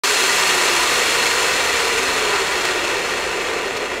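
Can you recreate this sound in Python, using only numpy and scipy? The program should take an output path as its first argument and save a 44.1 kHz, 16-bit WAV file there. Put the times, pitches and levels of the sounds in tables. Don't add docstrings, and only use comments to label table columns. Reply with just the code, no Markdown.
import sys
import numpy as np
from scipy import signal
from scipy.fft import rfft, irfft
from scipy.io import wavfile

SR = 44100
rng = np.random.default_rng(int(sys.argv[2]) if len(sys.argv) > 2 else 0)


def materialize(psi):
    bounded = np.clip(np.atleast_2d(psi).T, -1, 1)
    quanta = np.round(bounded * 32767).astype(np.int16)
    wavfile.write(sys.argv[1], SR, quanta)


N = 176400
T, HZ = np.arange(N) / SR, np.fft.rfftfreq(N, 1 / SR)

# (time [s], relative level [dB])
GRIND_FADE = [(0, -19.5), (.45, -19), (1, -19.5), (1.6, -20.5), (2.1, -21.5), (2.6, -22), (3, -23.5),
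              (3.5, -25), (3.8, -27), (4, -28)]
# (frequency [Hz], gain [dB])
RUMBLE_COLOUR = [(15, -8), (30, -5), (50, -6), (68, 8), (88, 0), (125, -11), (150, -12), (182, -1.5),
                 (215, -17), (600, -60)]


def amp(db):
    return 10 ** (np.asarray(db) / 20)


def unit(x):
    return x / np.sqrt(np.mean(abs(x) ** 2) + 1e-20)


def curve(points):
    return np.interp(T, *np.transpose(points))


def read(points, hz):
    frequencies, values = np.transpose(points)
    return np.interp(np.log(hz + 1), np.log(frequencies), values)


def colour(x, db):
    log_gain = np.log(amp(np.maximum(db, -100)))
    cepstrum = irfft(log_gain, N)
    cepstrum[1:N // 2] *= 2
    cepstrum[N // 2 + 1:] = 0
    return irfft(rfft(x) * np.exp(rfft(cepstrum)), N)


def noise(points):
    return unit(colour(rng.standard_normal(N), read(points, HZ)))


def wander(rate_hz):
    return unit(irfft(rfft(rng.standard_normal(N)) / (1 + (HZ / rate_hz) ** 4), N))


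def peaks(modes):
    return sum(db / (1 + (2 * (HZ - hz) / width) ** 2) for hz, width, db in modes)


def bearings(speed):
    throbs = [(.25, 0.028), (1, 0.059), (1.9, 0.044), (7.9, 0.027)]
    # (frequency [Hz], gain [dB])
    grind_colour = [(150, -21.5), (400, -15.5), (620, -17), (900, -10), (1500, -6), (2700, -14.5),
                    (3050, -11.5), (4700, -19.5), (7500, -16.5), (9000, -22.5), (11500, -27.5),
                    (15500, -35)]
    # (frequency [Hz], width [Hz], boost [dB])
    casing = [(598, 46, 7.5), (729, 200, 6.5), (989, 75, 8), (1194, 59, 4.5), (1386, 114, 2.5),
              (1877, 173, 6.5), (2001, 33, 8), (2140, 130, 4.5), (2346, 128, 9), (2612, 164, 11),
              (2810, 113, 9)]
    # (frequency [Hz], width [Hz], boost [dB])
    steel = [(3327, 150, 6.5), (3640, 150, 5), (3824, 97, 2.5), (4266, 420, 12.0), (4480, 39, 4),
             (4930, 193, 5), (5320, 590, 5.5), (6190, 460, 5.5), (6750, 170, 5), (7230, 250, 7),
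             (7730, 174, 4), (8550, 240, 6.2), (9412, 430, 5.5), (10680, 510, 6.0), (12087, 440, 4),
             (12861, 600, 3.2), (15306, 316, 2)]
    # (frequency [Hz], gain [dB per doubling of speed])
    brighten = [(500, -6.5), (1000, -.5), (2600, 0), (4200, 3.5), (7000, 4.5), (10000, 6), (15000, 5.5)]
    mid_speed, hits_per_s = 24, 3400
    hit_spread_db, hit_share = 2.5, .39
    flutter_db, flutter_hz, grind_boost_db = -.1, 70, 2

    hits = rng.random(N) < hits_per_s * speed / mid_speed / SR
    hits = hits * rng.choice([-1, 1], N)
    hits = hits * amp(hit_spread_db * np.minimum(rng.exponential(1, N), 4))
    crackle = unit(hits / np.sqrt(speed))
    shaking = np.sqrt(hit_share) * crackle + np.sqrt(1 - hit_share) * rng.standard_normal(N)
    turns = np.cumsum(speed) / SR
    shaking *= 1 + sum(depth * np.cos(2 * np.pi * (rate * turns + rng.random())) for rate, depth in throbs)
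    shaking *= amp(flutter_db * wander(flutter_hz))
    ringing = unit(colour(shaking, read(grind_colour, HZ) + peaks(casing) + peaks(steel)))

    hz, times, slices = signal.stft(ringing, SR, nperseg=512)
    doublings = np.log2(np.interp(times, T, speed) / mid_speed)
    slices *= amp(read(brighten, hz)[:, None] * doublings)
    return signal.istft(slices, SR)[1][:N] * amp(curve(GRIND_FADE) + grind_boost_db)


def underbody(x):
    echo_db, fade_s = -18, .06
    age = T[T < fade_s]
    tail = rng.standard_normal(len(age)) * (age > .002) * amp(-60 * age / fade_s)
    return x + amp(echo_db) * signal.fftconvolve(x, tail / np.linalg.norm(tail))[:N]


def whistles():
    # (frequency [Hz], half-width [Hz], level added to GRIND_FADE [dB])
    notes = [(990, 22, -18.5), (1190, 15, -25), (1858, 26, -18), (2633, 52, -19), (4210, 37, -29)]
    ringing = np.zeros(N)
    for hz, width, db in notes:
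        band_db = -20 * np.log10(1 + ((HZ - hz) / width) ** 2)
        ringing += amp(db) * unit(colour(rng.standard_normal(N), band_db))
    return ringing * amp(curve(GRIND_FADE))


def shaft_tone(speed, per_turn):
    waver_depth, waver_hz = .38, 10
    waver = unit(1 + waver_depth * (wander(waver_hz) + 1j * wander(waver_hz)))
    cycles = per_turn * np.cumsum(speed) / SR + rng.random()
    return np.sqrt(2) * (waver * np.exp(2j * np.pi * cycles)).real


def gears(speed):
    # (rate [cycles per turn], level where the housing rings most [dB])
    gear_tones = [(6, -27.5), (8.1, -33.5), (9.45, -30.5), (10.25, -34), (12.97, -31), (13.2, -40.5),
                  (19, -37.5), (20.3, -42.5), (22.25, -33), (23.1, -34), (26.4, -38), (33.3, -39.5)]
    # (frequency [Hz], gain [dB])
    housing = [(100, -44.5), (150, -26.5), (182, -20), (212, -25.5), (255, -13.5), (290, -21), (330, -13.5),
               (358, -1), (420, -1), (485, 0), (530, -5), (620, -15), (900, -25)]
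    hum_per_turn, hum_gain_db = 3.4, -57
    whine = sum(amp(db + read(housing, rate * speed)) * shaft_tone(speed, rate) for rate, db in gear_tones)
    hum_level = amp(hum_gain_db + read(RUMBLE_COLOUR, hum_per_turn * speed))
    return whine + hum_level * shaft_tone(speed, hum_per_turn)


def drone():
    # (frequency [Hz], gain [dB])
    hollow = [(100, -36.5), (180, -20), (215, -23), (255, -13), (320, -11.5), (370, -0.5), (430, 0.5),
              (500, -0.5), (620, -10), (900, -31.5), (2000, -70)]
    # (time [s], level [dB])
    loudness = [(0, -30), (.6, -30), (1, -29), (1.5, -30), (2.1, -30), (2.7, -29), (3.3, -28.5), (4, -28)]
    return noise(hollow) * amp(curve(loudness))


def engine_rumble(level_db=-51):
    return noise(RUMBLE_COLOUR) * amp(level_db)


def surge(peak_time_s=2.35, half_length_s=.055, peak_db=-22.5):
    # (frequency [Hz], gain [dB])
    surge_colour = [(300, -30), (800, -5), (1400, 5), (2400, -5), (4000, -22), (9000, -47)]
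    swell = np.exp(-((T - peak_time_s) / half_length_s) ** 2)
    return noise(surge_colour) * amp(peak_db) * swell


def ticks():
    # (time [s], level [dB])
    taps = [(2.651, -18), (2.671, -24), (3.07, -34), (3.767, -25)]
    # (frequency [Hz], gain [dB])
    tap_colour = [(200, -23), (600, 4), (2000, 5), (6000, -5), (9000, -10), (13000, -19), (15500, -24)]
    # (frequency [Hz], width [Hz], boost [dB])
    small_part = [(4320, 250, 12), (5570, 390, 11), (7350, 500, 8), (12000, 500, 6), (14630, 400, 15)]
    fade_s = .08
    out = np.zeros(N)
    for start, db in taps:
        ringing = unit(colour(noise(tap_colour), peaks(small_part)))
        age = np.maximum(T - start, 0)
        out += (T >= start) * amp(db - 60 * age / fade_s) * ringing
    return out


def scene():
    # (time [s], speed [turns per second])
    slowing = [(0, 33.5), (.3, 29.7), (.6, 27.7), (.85, 26.4), (1.3, 24.4), (1.8, 21), (2.2, 19.3),
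               (2.45, 17), (2.75, 15.7), (3.1, 14.1), (3.6, 11.7), (4, 10.6)]
    speed = curve(slowing)
    grind = underbody(bearings(speed)) + whistles() + surge()
    mix = grind + gears(speed) + drone() + engine_rumble() + ticks()
    return np.array([mix, mix])


def record(dry):
    start_s, cutoff_hz = .035, 15750
    fade_in = np.clip((T - start_s) / .002, 0, 1)
    low_pass = signal.firwin(801, cutoff_hz, window=("kaiser", 9), fs=SR)
    return signal.oaconvolve(dry * fade_in, low_pass[None], "same", axes=1)


dry = scene()
out = record(dry)
materialize(out)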